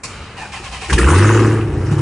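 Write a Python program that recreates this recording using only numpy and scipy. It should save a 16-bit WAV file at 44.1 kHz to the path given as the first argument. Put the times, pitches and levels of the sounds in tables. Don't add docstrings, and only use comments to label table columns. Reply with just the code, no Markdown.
import sys
import numpy as np
from scipy import signal
from scipy.fft import rfft, irfft, next_fast_len
from scipy.io import wavfile
from scipy.ndimage import uniform_filter1d, minimum_filter1d

SR = 44100
rng = np.random.default_rng(int(sys.argv[2]) if len(sys.argv) > 2 else 0)


def waveform_to_disk(signal):
    frames = np.transpose(np.atleast_2d(signal))
    scaled = np.clip(frames, -1, 1) * 32767
    samples = np.round(scaled).astype(np.int16)
    wavfile.write(sys.argv[1], SR, samples)


def voltage_ratio(decibels):
    exponent = np.asarray(decibels, float) / 20
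    return 10 ** exponent


N = 88640
T = np.arange(N) / SR
IDLE_FROM_S = 1.43

# (pitch [Hz], level [dB])
JET = [(2500, 7.5), (4000, -5), (6500, -2), (9500, -5.5), (10800, -5), (11600, 4)]
# (pitch [Hz], level [dB per Hz])
GRIND = [(180, -44), (300, -34), (496, -23), (773, -3), (1300, 3), (2580, -16), (3390, -2.5), (9290, -10),
         (11500, -23), (15000, -71), (22000, -120)]
# (pitch [Hz], level [dB per Hz])
NIGHT = [(15, -44), (25, -2), (93, 7), (931, -7.5), (1230, -3.5), (2060, -9.5), (3630, -27.5),
         (9610, -24.5), (11500, -84), (15000, -112), (22000, -120)]


def evened(x):
    return x / np.sqrt(np.mean(x ** 2) + 1e-20)


def shaped(x, points, scale=1):
    f, db = np.transpose(points)
    size = next_fast_len(N + SR // 4)
    hz = np.fft.rfftfreq(size, 1 / SR)
    gain = voltage_ratio(scale * np.interp(np.log(hz + 1), np.log(f + 1), db))
    return irfft(rfft(x, size) * gain, size)[..., :N]


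def noise(points):
    below = (points[0][0] / 2, -60)
    above = (points[-1][0] + 400, -90)
    return evened(shaped(rng.standard_normal(N), [below] + list(points) + [above]))


def resonate(x, hz, width):
    turn = np.exp(2j * np.pi * np.cumsum(hz * np.ones(N)) / SR)
    r = np.exp(-np.pi * abs(width) / SR)
    return 2 * (turn * signal.lfilter([1 - r], [1, -r], x / turn)).real


def ring_twice(x, hz, width, widen):
    return evened(resonate(resonate(x, hz, width), hz, widen * width))


def rings(x, table):
    return sum(voltage_ratio(db) * evened(resonate(x, hz, width)) for hz, width, db in table)


def burst(start, rise, hold, t60):
    u = T - start
    return np.clip(u / rise, 0, 1) * voltage_ratio(-60 * np.clip(u - hold, 0, 5 * t60) / t60)


def thump(start, db, hz, t60):
    return voltage_ratio(db) * burst(start, .5 / hz, .5 / hz, t60) * np.sin(2 * np.pi * hz * (T - start))


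def patchy(x, depth_db):
    z = signal.stft(x, nperseg=256, noverlap=192)[2]
    field = uniform_filter1d(rng.standard_normal(z.shape), size=7, axis=0)
    field = evened(uniform_filter1d(field, size=18, axis=1))
    return evened(signal.istft(z * voltage_ratio(depth_db * field), nperseg=256, noverlap=192)[1][:N])


def engine():
    # (time [s], firings per second [Hz], firing tone [dB], pipe growl [dB], throttle effort [dB])
    run = [(.895, 63.8, -32, -30, -23.5), (.922, 66.48, -15.5, -22, -58), (.952, 64.1, -5.5, -25, -50),
           (.968, 47.71, -25, -24.5, -36), (.99, 60.09, -17, -13.5, -23.5), (1.04, 61.6, -12, -19, -21.5),
           (1.065, 67.97, -5.5, -23.5, -20.5), (1.09, 74.84, -14, -15.5, -18.5),
           (1.14, 87.36, -10.5, -16.5, -22), (1.2, 97.54, -8, -13.5, -18.5),
           (1.27, 106.6, -8.5, -16.5, -21.5), (1.33, 108.3, -10.5, -14.5, -20.5),
           (1.45, 109.6, -11.5, -13, -26.5), (1.56, 110.5, -15, -19, -33), (1.66, 109.7, -18, -23.5, -42),
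           (1.76, 108.3, -49, -22.5, -41), (1.88, 106.6, -18, -28.5, -37), (2.01, 103.9, -18.5, -22, -38)]
    columns = np.transpose(run)
    rate, tone_db, growl_db, effort_db = (np.interp(T, columns[0], c) for c in columns[1:])
    start = run[0][0]
    on = np.clip((T - start) / 0.013 + 1, 0, 1)
    turns = np.cumsum(rate * (T > start)) / SR + 0.2194
    wobble = .05 * np.interp(turns, np.arange(200), rng.standard_normal(200))
    out = firing_tone(turns, rate, tone_db)
    out += pipe_growl(turns + wobble, growl_db)
    out += rasp_and_jet(turns + wobble, rate, effort_db, on)
    return on * out + idle_lumps()


def firing_tone(turns, rate, tone_db):
    # (pitch [Hz], gain [dB])
    overtone_gain = [(120, -7), (190, -8.5), (225, -17.5), (330, -13.5)]
    out = np.sqrt(2) * voltage_ratio(tone_db) * np.cos(2 * np.pi * turns)
    for k in range(2, 4):
        gain_db = np.interp(k * rate, *np.transpose(overtone_gain))
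        out += voltage_ratio(tone_db + gain_db) * np.cos(2 * np.pi * k * turns - 0.49 * k)
    return out


def pipe_growl(uneven_turns, growl_db):
    # (pitch [Hz], width [Hz], level [dB])
    pipe_modes = [(227, 36, -6), (252.6, 22, -10.5), (310.5, 26, -0.5), (340.6, 23, 0), (397, 15, -7),
                  (442.5, 17.5, -10)]
    # (pitch [Hz], width [Hz], level [dB])
    low_modes = [(59.9, 6.2, -35), (85, 22, -27.5), (141.3, 9.4, -28), (201, 28, -53)]
    firing = np.maximum.accumulate((uneven_turns + 1).astype(int))
    strength = 1 + np.clip(rng.standard_normal(200), -1.5, 1.5)[firing]
    kicks = evened(np.diff(firing, prepend=firing[0]) * strength)
    kicks = kicks + .5 * rng.standard_normal(N)

    growl = sum(voltage_ratio(db) * ring_twice(kicks, hz, w, 3) for hz, w, db in pipe_modes)
    steady = np.sqrt(uniform_filter1d(growl ** 2, size=2200) + 1e-4)
    low = sum(voltage_ratio(db) * ring_twice(kicks, hz, w, 3) for hz, w, db in low_modes)
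    lope = voltage_ratio(7 * np.clip((T - IDLE_FROM_S) / 0.67, 0, 1))
    idle_hiss = voltage_ratio(-40) * evened(resonate(rng.standard_normal(N), 802, 120))
    return voltage_ratio(growl_db) * growl / steady + lope * low + idle_hiss


def rasp_and_jet(uneven_turns, rate, effort_db, on):
    # (pitch [Hz], level [dB per Hz])
    rasp_colour = [(290, -25), (500, 14), (713, -15), (823, -1.5), (1590, 6.5), (4240, -19), (9320, -38),
                   (10600, -57), (11500, -69), (15000, -74), (22000, -120)]
    grain_s, spread_db, bed, spit_width_hz = .003, 1.8, .55, 380
    late = uneven_turns + .55
    index = late.astype(int)
    size_db = np.clip(rng.standard_normal(200), -2, 1.6)[index]
    pitch = rng.random(200)[index]

    grains = np.exp(-(late % 1) / rate / grain_s) * voltage_ratio(spread_db * size_db) * on
    idle_bed = 0.89 * np.clip((T - IDLE_FROM_S) / 0.093, 0, 1)
    gate = evened(evened(grains) + bed + idle_bed)
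    rasp = gate * noise(rasp_colour)

    snap = evened(np.maximum(np.diff(gate, prepend=0), 0))
    spit_hz = 972 * 2 ** (pitch ** 2)
    spit = ring_twice(gate * rng.standard_normal(N) + .9 * snap, spit_hz, spit_width_hz, 2)

    full_effort_db = -20
    jet_db = -29 + 0.95 * (effort_db - full_effort_db)
    jet = voltage_ratio(jet_db) * evened(gate + 5.7) * patchy(noise(JET), 3.5)
    return voltage_ratio(effort_db) * (voltage_ratio(-3) * rasp + voltage_ratio(-6.5) * spit) + jet


def idle_lumps():
    # (time [s], level [dB], pitch [Hz])
    lumps = [
        (1.738, -11, 92),
        (1.774, -10, 113.4),
        (1.804, -6.5, 102),
        (1.845, -15, 84.7),
        (1.914, -7, 158),
        (1.958, -20, 107.9),
        (1.989, -14.5, 134),
    ]
    return sum(thump(s, db, hz, 0.065) for s, db, hz in lumps)


def bangs():
    # (time [s], crack level [dB], crack pitch [Hz], hiss level [dB], length [s])
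    bang_list = [(0.897, -19, 1710, -25.5, 0.014), (0.925, -20, 900, -20.5, 0.012),
                 (0.926, -18, 1080, -43, 0.0059), (0.926, -21, 1620, -50, .012),
                 (0.927, -24, 2960, -46, 0.016), (0.979, -14.5, 1754, -20, 0.0089),
                 (0.989, -17.5, 1280, -51, 0.011), (1.069, -25, 1130, -49, 0.0355),
                 (1.135, -24, 1250, -32, 0.047), (1.246, -29, 1290, -35, 0.01),
                 (1.608, -33, 2400, -63, 0.0067), (1.907, -35, 850, -39, 0.03),
                 (1.979, -32, 980, -40.5, 0.017)]
    white = rng.standard_normal(N)
    hiss = noise(JET) + 0.43 * noise(GRIND)
    out = np.zeros(N)
    for s, db, hz, hiss_db, length in bang_list:
        crack = resonate(resonate(white, hz, 0.4 * hz), hz, 0.38 * hz)
        crack = evened(resonate(crack, hz, 0.64 * hz))
        crack = crack / np.sqrt(uniform_filter1d(crack ** 2, size=300) + .05)
        out += burst(s, .001, length, .035) * voltage_ratio(db) * crack
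        out += burst(s, 0.0077, length, 0.084) * voltage_ratio(hiss_db) * hiss
    return out


def snaps():
    # (time [s], peak level [dB], pitch [Hz])
    pings = [(1.014, -11, 1830), (1.029, -7, 1360), (1.043, -8.5, 1560), (1.066, -13.5, 1180),
             (1.073, -7, 1140), (1.085, -2.5, 1365), (1.092, -14, 1290), (1.107, -15, 1010),
             (1.121, -6, 840), (1.132, -1.5, 973), (1.143, -5, 1160), (1.159, -11, 1180),
             (1.175, -17, 1270), (1.187, -12, 1570), (1.214, -9, 1210), (1.226, -6.5, 1154),
             (1.245, -4, 1250), (1.251, -12, 1130), (1.283, -15.5, 2070), (1.292, -4.5, 1510),
             (1.3, -7.5, 1047), (1.312, -14, 1580), (1.317, -18, 1600), (1.348, -12, 1570),
             (1.366, -11, 980), (1.375, -7.5, 1480), (1.393, -7.5, 1210), (1.403, -16, 1580),
             (1.41, -18, 1176), (1.43, -14.5, 802), (1.44, -17, 1270), (1.447, -7, 1110),
             (1.466, -17, 1300), (1.476, -15, 1600), (1.511, -12.5, 1126), (1.581, -22, 1180),
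             (1.591, -16, 1230), (1.612, -20, 1140), (1.989, -22, 850)]
    t60, rise_s = .017, .0012
    t = np.arange(SR // 20) / SR
    out = np.zeros(N + SR)
    for s, db, hz in pings:
        ping = voltage_ratio(-60 * t / t60) * np.sin(2 * np.pi * hz * t)
        edge = voltage_ratio(-4 - 120 * t / t60) * np.sin(2 * np.pi * 1.75 * hz * t)
        rise = np.minimum(t / rise_s, 1) ** 2
        out[round(s * SR):][:len(t)] += voltage_ratio(db + 1.5) * (ping + edge) * rise
    return out[:N]


def gusts():
    # (time [s], length [s], level [dB], pitch [Hz])
    gust_list = [
        (0.995, 0.026, -31.5, 8900),
        (1.04, .015, -42, 6540),
        (1.074, 0.066, -32.5, 8930),
        (1.176, 0.015, -30, 8900),
        (1.18, 0.028, -41, 5860),
        (1.272, 0.015, -42, 8600),
        (1.316, .04, -35.5, 6750),
        (1.348, 0.0056, -41, 9000),
        (1.416, 0.032, -48, 6350),
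    ]
    white = rng.standard_normal(N)
    out = np.zeros(N)
    for s, length, db, hz in gust_list:
        lip = ring_twice(white, hz, 1700, 1)
        out += voltage_ratio(db) * lip * burst(s, 0.23 * length, length, 3 * length)
    return out


def starter():
    return pinion_clunk() + gear_strain() + cranking_puffs()


def pinion_clunk():
    # (pitch [Hz], level [dB per Hz])
    clunk_colour = [(180, -41), (300, -21), (835, -10), (1030, -29), (2390, -3), (3300, -14.5), (4340, -11),
                    (7300, -8.5), (11500, -18), (15000, -53), (22000, -120)]
    # (pitch [Hz], width [Hz], level [dB])
    clunk_modes = [(470, 35, -9), (1080, 90, -4), (4470, 120, -11), (5480, 130, -11.5), (7220, 81, -10)]
    # (pitch [Hz], level [dB per Hz])
    spin_colour = [(300, -35), (800, -2.5), (1250, 1), (1800, -6.5), (2500, -1.5), (3100, -5), (4200, -11),
                   (9000, -30.5)]
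    start = 0.033
    clank = noise(clunk_colour) + rings(rng.standard_normal(N), clunk_modes)
    out = voltage_ratio(-29) * clank * burst(start, 0.004, 0.023, 0.064)
    out += voltage_ratio(-29 - 15) * noise(clunk_colour) * burst(start, .01, 0.021, .85)
    out += voltage_ratio(-40) * noise(NIGHT) * burst(start, 0.005, 0.426, 0.087)
    return out + voltage_ratio(-37.5) * patchy(noise(spin_colour), 0.83) * burst(0.039, 0.065, 0.18, 1.5)


def gear_strain():
    # (start [s], length [s], level [dB], gear pitch [Hz], sag [share of pitch])
    strokes = [
        (0.355, 0.115, -33.5, 957, 0.23),
        (0.516, 0.068, -31, 1100, 0.25),
        (0.63, 0.055, -32.5, 1171, 0.16),
        (0.713, 0.065, -30.5, 1053, 0.063),
        (0.806, 0.065, -29.5, 1111, 0.077),
    ]
    # (multiple of gear pitch [1], width [Hz], level [dB])
    mesh_tones = [(1, 70, -1), (2, 100, -3), (3, 130, -6)]
    # (pitch [Hz], width [Hz], level [dB])
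    casing = [(780, 41, -5), (1770, 220, -9.5), (2460, 310, -3.5)]
    white = rng.standard_normal(N)
    body = evened(voltage_ratio(-4) * noise(GRIND) + rings(rng.standard_normal(N), casing))
    out = np.zeros(N)
    for s, length, db, hz, sag in strokes:
        mesh = hz * (1 - sag * np.clip((T - s) / length, 0, 1) ** 1.7)
        turns = np.cumsum(mesh) / SR
        whine = np.zeros(N)
        for k, width, tone_db in mesh_tones:
            rough = ring_twice(white, k * mesh, width, 2)
            clean = .25 * np.cos(2 * np.pi * k * turns)
            whine += voltage_ratio(tone_db) * (rough + clean)
        whine_db = db - 1 - 14 * (s - strokes[0][0])
        out += voltage_ratio(whine_db) * whine * burst(s, 0.38 * length, 0.84 * length, 1.3 * length)
        out += voltage_ratio(db - 2) * body * burst(s, .25 * length, 0.59 * length, 6.5 * length)
    return out


def cranking_puffs():
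    # (time [s], level [dB], pitch [Hz], decay t60 [s])
    puffs = [
        (0.102, -40, 63, 0.13),
        (0.202, -29, 69.6, 0.2),
        (0.393, -32, 60.5, 0.11),
        (0.599, -31, 358, 0.12),
        (0.82, -31.5, 437, 0.14),
        (0.599, -35, 50, 0.52),
        (0.685, -29.5, 58.4, 1),
        (0.78, -28.5, 58.4, 0.17),
        (0.859, -31.5, 60.4, 0.13),
    ]
    # (pitch [Hz], level [dB])
    rumble_colour = [(25, -31), (60, 2), (150, -2.5), (300, -16.5), (600, -13)]
    rumble = voltage_ratio(-38) * noise(rumble_colour) * burst(0.033, 0.023, 0.9, 0.33)
    return sum(thump(*row) for row in puffs) + rumble


def roof_echo(x):
    t60, gap_s = 0.56, 0.011
    t = np.arange(SR // 2) / SR
    taps = rng.standard_normal(len(t)) * voltage_ratio(-60 * t / t60) * (t > gap_s)
    echo = signal.fftconvolve(x, taps / np.linalg.norm(taps))[:N]
    return voltage_ratio(-10) * shaped(echo, [(250, -15), (900, 3.5)])


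def scattered(x):
    z = signal.stft(x, nperseg=256, noverlap=192)[2]
    phases = np.exp(2j * np.pi * rng.random(z.shape))
    return 2 * signal.istft(z * phases, nperseg=256, noverlap=192)[1][:N]


def scene():
    # (pitch [Hz], left minus right [dB])
    lean = [(170, 0), (300, .8), (600, 1.7), (1300, 1.9), (2200, -1.2), (4500, .4), (9000, -.2)]
    # (pitch [Hz], level [dB])
    wide = [(170, -93), (300, -99.5), (1300, -11), (1800, -75), (2300, -6), (4500, -2), (9000, -10),
            (11000, -7.5)]
    crank = starter()
    car = engine() + bangs() + snaps() + gusts() + crank
    mid = car + roof_echo(car) + voltage_ratio(-43) * noise(NIGHT)
    starter_left = voltage_ratio(-36) * shaped(crank, [(170, -72), (350, 6), (1800, -6), (2500, -20)])
    side = shaped(scattered(mid), wide) + starter_left
    return np.array([shaped(mid, lean, .5) + side, shaped(mid, lean, -.5) - side])


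def top_cut(x):
    return signal.sosfilt(signal.butter(12, 11690, fs=SR, output="sos"), x)


def record(dry):
    # (pitch [Hz], level [dB])
    mic = [(3050, 0), (3420, -5), (3750, 0), (10300, 0), (10800, -9), (11100, -34), (11700, -44)]
    ceiling = .97
    peak = -minimum_filter1d(-abs(dry).max(0), size=61) / ceiling
    turn_down = uniform_filter1d((1 + peak ** 4) ** (-1 / 4), size=41)
    return top_cut(shaped(dry * turn_down, mic))


dry = scene()
out = record(dry)
waveform_to_disk(out)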